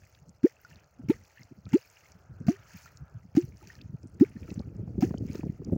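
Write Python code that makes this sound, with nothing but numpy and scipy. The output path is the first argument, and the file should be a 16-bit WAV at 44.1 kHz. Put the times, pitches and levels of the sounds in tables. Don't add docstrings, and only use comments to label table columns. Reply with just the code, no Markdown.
import sys
import numpy as np
from scipy import signal
from scipy.fft import rfft, irfft, next_fast_len
from scipy.io import wavfile

SR = 44100
rng = np.random.default_rng(int(sys.argv[2]) if len(sys.argv) > 2 else 0)


def wrap_up_sound(samples):
    columns = np.atleast_2d(samples).T
    tamed = np.clip(columns, -1, 1)
    steps = np.round(tamed * 32767).astype(np.int16)
    wavfile.write(sys.argv[1], SR, steps)


def convert_level_to_amplitude(level_db):
    exponent = np.asarray(level_db, float) / 20
    return 10 ** exponent


N = 254456


def rms_one(x):
    return x / np.sqrt(np.mean(x ** 2) + 1e-20)


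def in_time(rows):
    s, level = np.transpose(rows)
    return np.interp(np.arange(N) / SR, s, level)


def add(out, s, piece):
    i = max(round(s * SR), 0)
    out[i:i + len(piece)] += piece[:N - i]


def colour(x, spectrum):
    hz, db = np.transpose(spectrum)
    size = next_fast_len(len(x))
    bins = np.arange(size // 2 + 1) * SR / size + 1
    gain_db = np.interp(np.log(bins), np.log(hz), db, left=-70, right=-70)
    return irfft(rfft(x, size) * convert_level_to_amplitude(gain_db), size)[:len(x)]


def drift(rate_hz):
    r = np.exp(-2 * np.pi * rate_hz / SR)
    slow = signal.lfilter([1], [1, -2 * r, r * r], rng.standard_normal(N + SR))
    return rms_one(slow[SR:])


def decay(t, t60):
    return convert_level_to_amplitude(-60 * t / t60)


def ring(t, hz, t60, rise=0.):
    return decay(t, t60) * np.sin(2 * np.pi * hz * t * (1 + rise * t / t60))


def soft_start(t, rise_s):
    return np.sin(np.pi / 2 * np.minimum(t / rise_s, 1)) ** 2


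# (pinch-off [s], start [Hz], final [Hz], glide [s])
CAVITY_PITCH = [
    (0.4345, 138, 900, 0.0533),
    (1.0944, 134, 471, 0.0123),
    (1.7305, 112, 593, 0.0374),
    (2.4794, 87, 410, 0.0188),
    (3.3698, 151, 346, 0.006),
    (4.2083, 185, 738, 0.0547),
    (5.0195, 91, 683, 0.0397),
]
# (peak [dB], rise [s], hold [s], t60 [s])
CAVITY_SWELL = [
    (-8.2, .0148, .022, .02),
    (-12.1, .0044, .0164, .02),
    (-11.8, .0147, .0294, .0389),
    (-10.2, .006, .0072, .0895),
    (-10.4, .0026, .0166, .0327),
    (-8, .0038, .0239, .02),
    (-12.7, .0118, .02, .0299),
]
# (time [s], level [dB], pitch [Hz], t60 [s])
LAST_BUBBLES = [
    (.4616, -15, 462, .03),
    (1.1128, -23.3, 458, .045),
    (1.7688, -21.5, 475, .027),
    (2.514, -33, 372, .085),
    (3.3915, -26, 350, .12),
    (4.2361, -17.5, 404, .021),
    (5.0438, -22.3, 398, .046),
]


def cavity():
    out, t = np.zeros(N), np.arange(SR // 6) / SR
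    knee_s = .003
    for (s, start_hz, final_hz, glide), (db, rise, hold, t60) in zip(CAVITY_PITCH, CAVITY_SWELL):
        turns = final_hz * t - (final_hz - start_hz) * glide * (1 - np.exp(-t / glide))
        fade_db = -60 * knee_s / t60 * np.logaddexp(0, (t - hold) / knee_s)
        add(out, s, -convert_level_to_amplitude(db + fade_db) * soft_start(t, rise) * np.sin(2 * np.pi * turns))
    for s, db, hz, t60 in LAST_BUBBLES:
        add(out, s, convert_level_to_amplitude(db) * ring(t, hz, t60) * soft_start(t, .005))
    return out


# (time [s], peak [dB], low push [dB], fine spray relative to coarse [dB])
SLAPS = [
    (0.4315, -34.5, -24, -4),
    (1.0849, -35, -19, -2),
    (1.729, -34.5, -18, 0),
    (2.4664, -30, -20.5, -6),
    (3.35, -33.5, -17, -1),
    (4.1977, -34.5, -25, -7.5),
    (5.0071, -31, -22, -3),
]


def slaps():
    out, coarse, fine = np.zeros((3, N))
    t = np.arange(SR // 4) / SR
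    for s, db, push_db, fine_db in SLAPS:
        add(out, s, -convert_level_to_amplitude(push_db) * ring(t, 150, 0.023) * np.minimum(t / 0.001943, 1))
        burst = convert_level_to_amplitude(db - 11.5) * (decay(t, 0.019) + 0.3 * decay(t, 0.37)) * np.minimum(t / 0.0031, 1)
        add(coarse, s, burst)
        add(fine, s, convert_level_to_amplitude(fine_db) * burst)
    return out, coarse, fine


# (time [s], peak [dB], air column [Hz], its level [dB], fine spray relative to coarse [dB])
CLOSINGS = [
    (0.4414, -55.5, 894, -52, -10.5),
    (1.0967, -40, 876, -42.5, -10),
    (1.7328, -33.5, 857, -42.5, -16),
    (2.4818, -40, 677, -32.5, -2.5),
    (3.3632, -42, 753, -43, 0.5),
    (4.2085, -55, 798, -48.5, 5),
    (5.0218, -38, 738, -33.5, -5.5),
]
# (frequency ratio, level [dB], t60 [s])
AIR_MODES = [
    (0.998, 8.5, .06),
    (1.759, -3, .04),
    (2.499, -20.5, .035),
    (3.252, -22.5, .03),
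]


def closings():
    out, coarse, fine = np.zeros((3, N))
    t = np.arange(SR // 4) / SR
    for s, db, hz, column_db, fine_db in CLOSINGS:
        for ratio, mode_db, t60 in AIR_MODES:
            add(out, s, convert_level_to_amplitude(column_db + mode_db) * ring(t, hz * ratio, t60, 0.048) * np.minimum(t / .004, 1))
        burst = convert_level_to_amplitude(db - 3.5) * (decay(t, 0.059) + 0.17 * decay(t, 0.17)) * np.minimum(t / 0.0017, 1)
        add(coarse, s, burst)
        add(fine, s, convert_level_to_amplitude(fine_db) * burst)
    return out, coarse, fine


# (time [s], peak [dB], spread [s], fine hiss relative to coarse [dB])
LANDINGS = [
    (.05, -72.5, 0.13, -2),
    (.7, -68.5, 0.084, -5),
    (1.35, -67, 0.11, -4.5),
    (1.712, -64, 0.025, -9),
    (1.99, -66, 0.14, -5),
    (2.78, -61, 0.12, -1),
    (3.69, -64, 0.1, -4),
    (4.48, -67.5, 0.11, -2),
    (5.34, -59, 0.071, -3.5),
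]


def falling():
    t = np.arange(N) / SR
    coarse, fine = np.full(N, convert_level_to_amplitude(-80)), np.full(N, convert_level_to_amplitude(-81.5))
    for s, db, spread, fine_db in LANDINGS:
        runoff_starts = 1 / (1 + np.exp(np.minimum((s - t) / .02, 50)))
        draining = convert_level_to_amplitude(-13.5) * decay(np.abs(t - s), 1) * runoff_starts
        shower = convert_level_to_amplitude(db) * (np.exp(-((t - s) / spread) ** 2) + draining)
        coarse += shower
        fine += convert_level_to_amplitude(fine_db) * shower
    wake_s, edge_s = 0.073, 0.011
    for s, db, _, fine_db in SLAPS:
        wake = convert_level_to_amplitude(db - 35) * (t > s) / (1 + np.exp(np.minimum((t - s - wake_s) / edge_s, 50)))
        coarse += wake
        fine += convert_level_to_amplitude(fine_db - 1.5) * wake
    return coarse, fine


def patter(spectrum, low_hz, high_hz, per_s, cycles, grain_db, flicker_db):
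    sizes = convert_level_to_amplitude(3.0 * np.minimum(rng.exponential(1, N), 4)) * rng.choice([-1, 1], N)
    born = rng.random(N) < per_s * convert_level_to_amplitude(5.0 * drift(15)) / SR
    dealt = np.where(born, rng.integers(0, 14, N), -1)
    white = rng.standard_normal((2, N))
    together, out = drift(34), 0
    for k, hz in enumerate(np.geomspace(low_hz, high_hz, 14)):
        w = 2 * np.pi * hz / SR
        bubble, strip = convert_level_to_amplitude(-60 * hz / (cycles * SR)), np.exp(-.1 * w)
        hits = sizes * (dealt == k) + 1e-18
        grains = signal.lfilter([np.sin(w)], [1, -2 * bubble * np.cos(w), bubble ** 2], hits)
        bed = signal.lfilter([1, 0, -1], [1, -2 * strip * np.cos(w), strip ** 2], white[k % 2])
        flicker = convert_level_to_amplitude(flicker_db * (.6 * together + 1.3 * drift(25)))
        out = out + np.sqrt(hz) * (rms_one(bed) * flicker + convert_level_to_amplitude(grain_db) * rms_one(grains))
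    return rms_one(colour(out, spectrum))


# (frequency [Hz], level [dB per Hz])
SPLASH_SPECTRUM = [(530, -27), (900, -0.5), (1070, -15), (1220, -4), (1550, -2.5), (1880, -1), (2590, -3),
                   (3470, -15), (3900, -17), (5070, -40.5), (8580, -120)]
# (frequency [Hz], level [dB per Hz])
HISS_SPECTRUM = [(2180, -49), (3700, -52), (4110, -6.5), (5370, -3.5), (6710, -3.5), (9150, -25.5),
                 (10200, -16.5), (13500, -24.5), (15100, -5.5), (15900, -10), (16300, -27.5)]


def spray(thrown_coarse, thrown_fine):
    falling_coarse, falling_fine = falling()
    coarse = patter(SPLASH_SPECTRUM, 1000, 3800, per_s=110, cycles=30, grain_db=4, flicker_db=3)
    fine = patter(HISS_SPECTRUM, 3700, 16000, per_s=220, cycles=45, grain_db=3, flicker_db=3)
    droplets = (rng.random(N) < 70 / SR) * convert_level_to_amplitude(4 * np.minimum(rng.exponential(1, N), 3))
    spatter = signal.lfilter([1], [1, -decay(1 / SR, .006)], droplets) * rng.standard_normal(N)
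    fine = fine + convert_level_to_amplitude(-7) * rms_one(colour(spatter, HISS_SPECTRUM))
    coarse_level = falling_coarse + thrown_coarse * convert_level_to_amplitude(0.83 * drift(300))
    fine_level = falling_fine + thrown_fine * convert_level_to_amplitude(1.1 * drift(200))
    return coarse_level * coarse + fine_level * fine


# (time [s], peak [dB], bubble [Hz])
DRIPS = [(0.5664, -53, 2630), (0.6487, -40.5, 1430), (0.713, -50, 1760), (0.7287, -48.5, 2730),
         (1.3735, -44, 1770), (1.3935, -48, 2000), (1.4184, -47, 2110), (1.665, -52.5, 1315),
         (2.0363, -51.5, 2050), (2.0566, -49, 2130), (2.7725, -44.5, 2410), (2.8602, -42, 1370),
         (3.611, -53, 1270), (3.619, -49, 345), (3.628, -50.5, 854), (3.674, -52, 385), (1.6645, -53, 2400),
         (3.7013, -37.5, 1830), (3.7529, -52, 1770), (3.8102, -46.5, 2600), (4.365, -49, 1800),
         (4.4303, -50, 2420), (4.478, -49, 1320), (4.503, -42.5, 2600), (4.6226, -55.5, 1190),
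         (5.1762, -45, 3040), (5.281, -56, 2430), (5.499, -56, 2010)]


def drips():
    out, t = np.zeros(N), np.arange(SR // 16) / SR
    for s, db, hz in DRIPS:
        bubble = ring(t, hz, min(55.0 / hz, .09), 0.017)
        add(out, s, convert_level_to_amplitude(db - 0.5) * bubble * np.minimum(t / 0.00075, 1))
    return out


# (time [s], peak [dB], centre [Hz])
TICKS = [(0.1483, -43, 4070), (0.2924, -43.5, 6260), (0.614, -44, 16100), (0.6477, -46, 5500),
         (0.7578, -45.5, 4500), (0.842, -48.5, 5480), (1.2514, -48, 5430), (1.4318, -38, 5220),
         (1.6541, -43.5, 4350), (1.6904, -45, 6400), (1.7207, -41, 6040), (1.8994, -42, 6500),
         (2.119, -40.5, 5940), (2.772, -44.5, 15300), (2.9718, -38.5, 5800), (3.4505, -46, 15100),
         (3.5706, -47, 5400), (3.6723, -36.5, 5360), (3.7528, -43, 5100), (3.8137, -36, 4270),
         (4.0303, -47, 6070), (4.0718, -48.5, 6900), (4.145, -51.5, 6200), (4.504, -40.5, 4730),
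         (4.541, -40.5, 6250), (4.593, -36, 4440), (4.7657, -50, 6000), (5.1815, -41, 5700),
         (5.354, -35.5, 5200), (5.647, -39, 5600)]


def ticks():
    out, t = np.zeros(N), np.arange(SR // 16) / SR
    when, size, pitch = rng.random(size=(26, 3)).T
    strays = zip(when * N / SR, -62 + 9 * size, 4500 + 4500 * pitch)
    for s, db, hz in [*TICKS, *strays]:
        band = signal.butter(3, [hz * .8, min(hz * 1.22, 16200)], "band", fs=SR, output="sos")
        noise = rms_one(signal.sosfilt(band, rng.standard_normal(len(t))))
        add(out, s, convert_level_to_amplitude(db - 5) * noise * decay(t, .012) * np.minimum(t / .001, 1))
    return out


def eddies(rows, cycles):
    out, t = np.zeros(N), np.arange(-SR // 25, SR // 25) / SR
    for s, db, hz in rows:
        band = signal.butter(3, [hz * .5, hz * 1.37], "band", fs=SR, output="sos")
        eddy = signal.sosfilt(band, rng.standard_normal(len(t)))
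        burst = eddy * np.exp(-(t * hz / cycles) ** 2)
        add(out, s + t[0] - .001, convert_level_to_amplitude(db) * burst / np.abs(burst).max())
    return signal.sosfilt(signal.butter(4, 420, fs=SR, output="sos"), out)


# (time [s], peak [dB])
SNAPS = [(1.665, -50), (4.518, -43), (4.601, -41.5), (4.876, -48), (4.954, -58), (4.979, -50), (5.108, -39),
         (5.14, -30), (5.349, -40), (5.395, -45), (5.432, -32), (5.616, -51), (5.696, -48), (5.729, -37)]


def snaps():
    out, t = np.zeros(N), np.arange(-SR // 25, SR // 25) / SR
    lowpass = signal.butter(3, 650, fs=SR, output="sos")
    for s, db in SNAPS:
        dull = signal.sosfilt(lowpass, rng.standard_normal(len(t)) * np.exp(-((t - .002) / 0.0027) ** 2))
        add(out, s + t[0], convert_level_to_amplitude(db + 4) * dull / np.abs(dull).max())
    return out


# (time [s], peak [dB], pitch [Hz])
PUFFS = [(0.025, -46.5, 87), (0.224, -45, 106.5), (0.293, -46.5, 142), (0.723, -47.5, 122),
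         (1.002, -39, 189), (1.05, -36.5, 129), (1.41, -44.5, 157), (1.52, -37, 228), (1.585, -44.5, 169),
         (1.67, -31.5, 130.6), (2.157, -47.5, 121), (2.313, -35, 102), (2.414, -32.5, 163),
         (2.456, -39, 174), (2.753, -37.5, 138), (2.852, -48.5, 130), (2.955, -49, 106), (3.021, -33, 109),
         (3.164, -34.5, 94), (3.256, -40, 133), (3.442, -26.5, 139), (3.541, -40, 120), (3.672, -45, 146),
         (3.783, -43, 99), (3.853, -33.5, 138), (3.902, -34, 139), (3.94, -29, 163), (4.054, -36, 200),
         (4.261, -35.5, 130), (4.365, -31, 167)]
# (time [s], peak [dB], pitch [Hz])
BUFFETS = [(4.431, -37.5, 120), (4.52, -26, 179), (4.579, -23, 168), (4.603, -26.5, 186),
           (4.677, -33.5, 144), (4.701, -37.5, 230), (4.76, -36, 132), (4.803, -25, 119), (4.834, -28, 164),
           (4.88, -28.5, 153), (4.956, -30, 234), (4.986, -19, 194), (5.112, -21.5, 240),
           (5.149, -22.5, 203), (5.226, -23.5, 188), (5.254, -27, 200), (5.303, -24.5, 196),
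           (5.355, -24, 274), (5.396, -27, 232), (5.442, -21, 205), (5.464, -27.5, 136), (5.499, -22, 180),
           (5.604, -29.5, 203), (5.692, -27, 174), (5.729, -16.5, 215), (5.752, -33, 167),
           (5.078, -39, 164), (5.184, -38, 165), (5.622, -33, 292), (5.657, -36, 173)]
# (time [s], level [dB])
WIND_LEVEL = [(0.0, -60), (.45, -67.5), (.75, -56), (.9, -70), (1.08, -42.5), (1.3, -68), (1.72, -52),
              (1.92, -69.5), (2.42, -47.5), (2.75, -60), (3.1, -58), (3.42, -51.5), (3.78, -55), (4.4, -45),
              (4.85, -40.5), (5.45, -37), (5.58, -51.5), (5.77, -27.5)]
# (frequency [Hz], level [dB per Hz])
RUMBLE_SPECTRUM = [(20, -6), (40, 1), (70, 2), (110, 0), (160, -9), (230, -26), (400, -45)]
# (frequency [Hz], level [dB per Hz])
FLUTTER_SPECTRUM = [(90, -22.5), (180, 0.5), (300, -5), (500, -12.5), (900, -37)]


def wind():
    bursts = eddies(PUFFS, cycles=1.77) + eddies(BUFFETS, cycles=1) + snaps()
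    wind_db, lumps = in_time(WIND_LEVEL), drift(23)
    rumble = rms_one(colour(rng.standard_normal(N), RUMBLE_SPECTRUM))
    flutter = rms_one(colour(rng.standard_normal(N), FLUTTER_SPECTRUM))
    flutter_db = 1.39 * (wind_db + 37.5) - 46.5 + 6.6 * lumps
    return bursts + rumble * convert_level_to_amplitude(wind_db - 0.5 + 3.2 * lumps) + flutter * convert_level_to_amplitude(flutter_db)


# (time [s], level [dB])
LOAD = [(0.0, -90), (.6, -77), (1.6, -76), (1.9, -70.5), (2.5, -60), (3.19, -62), (3.26, -96), (3.55, -90),
        (4.05, -72.5), (4.77, -70), (5.2, -92), (5.77, -82)]
# (frequency [Hz], level [dB per Hz])
HUM_SPECTRUM = [(150, -30), (280, -11), (420, -4), (640, 0), (900, -6), (1100, -10), (1350, 0), (1650, -5),
                (1900, -20), (2700, -26), (3400, -50)]


def far_hum():
    whine_db = in_time(LOAD)
    drone_db = -71 + .05 * (whine_db + 71.5) + 1.5 * drift(7.5)
    far = colour(rng.standard_normal(N), HUM_SPECTRUM)
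    split_hz = 1050
    drone = signal.sosfilt(signal.butter(4, split_hz, fs=SR, output="sos"), far)
    whine = signal.sosfilt(signal.butter(4, split_hz, "high", fs=SR, output="sos"), far)
    return convert_level_to_amplitude(drone_db) * rms_one(drone) + convert_level_to_amplitude(whine_db - 9.5) * rms_one(whine)


def scene():
    slap, slap_coarse, slap_fine = slaps()
    closing, closing_coarse, closing_fine = closings()
    water = cavity() + slap + closing + spray(slap_coarse + closing_coarse, slap_fine + closing_fine)
    return (water + drips() + ticks() + wind() + far_hum())[None]


def low_pass(x):
    return signal.sosfilt(signal.butter(12, 16970, fs=SR, output="sos"), x)


def record(dry):
    vented = signal.sosfilt(signal.butter(3, 75, "high", fs=SR, output="sos"), dry)
    closing = np.minimum(np.arange(N, 0, -1) / 200, 1)
    return low_pass(vented * closing)


dry = scene()
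out = record(dry)
wrap_up_sound(out)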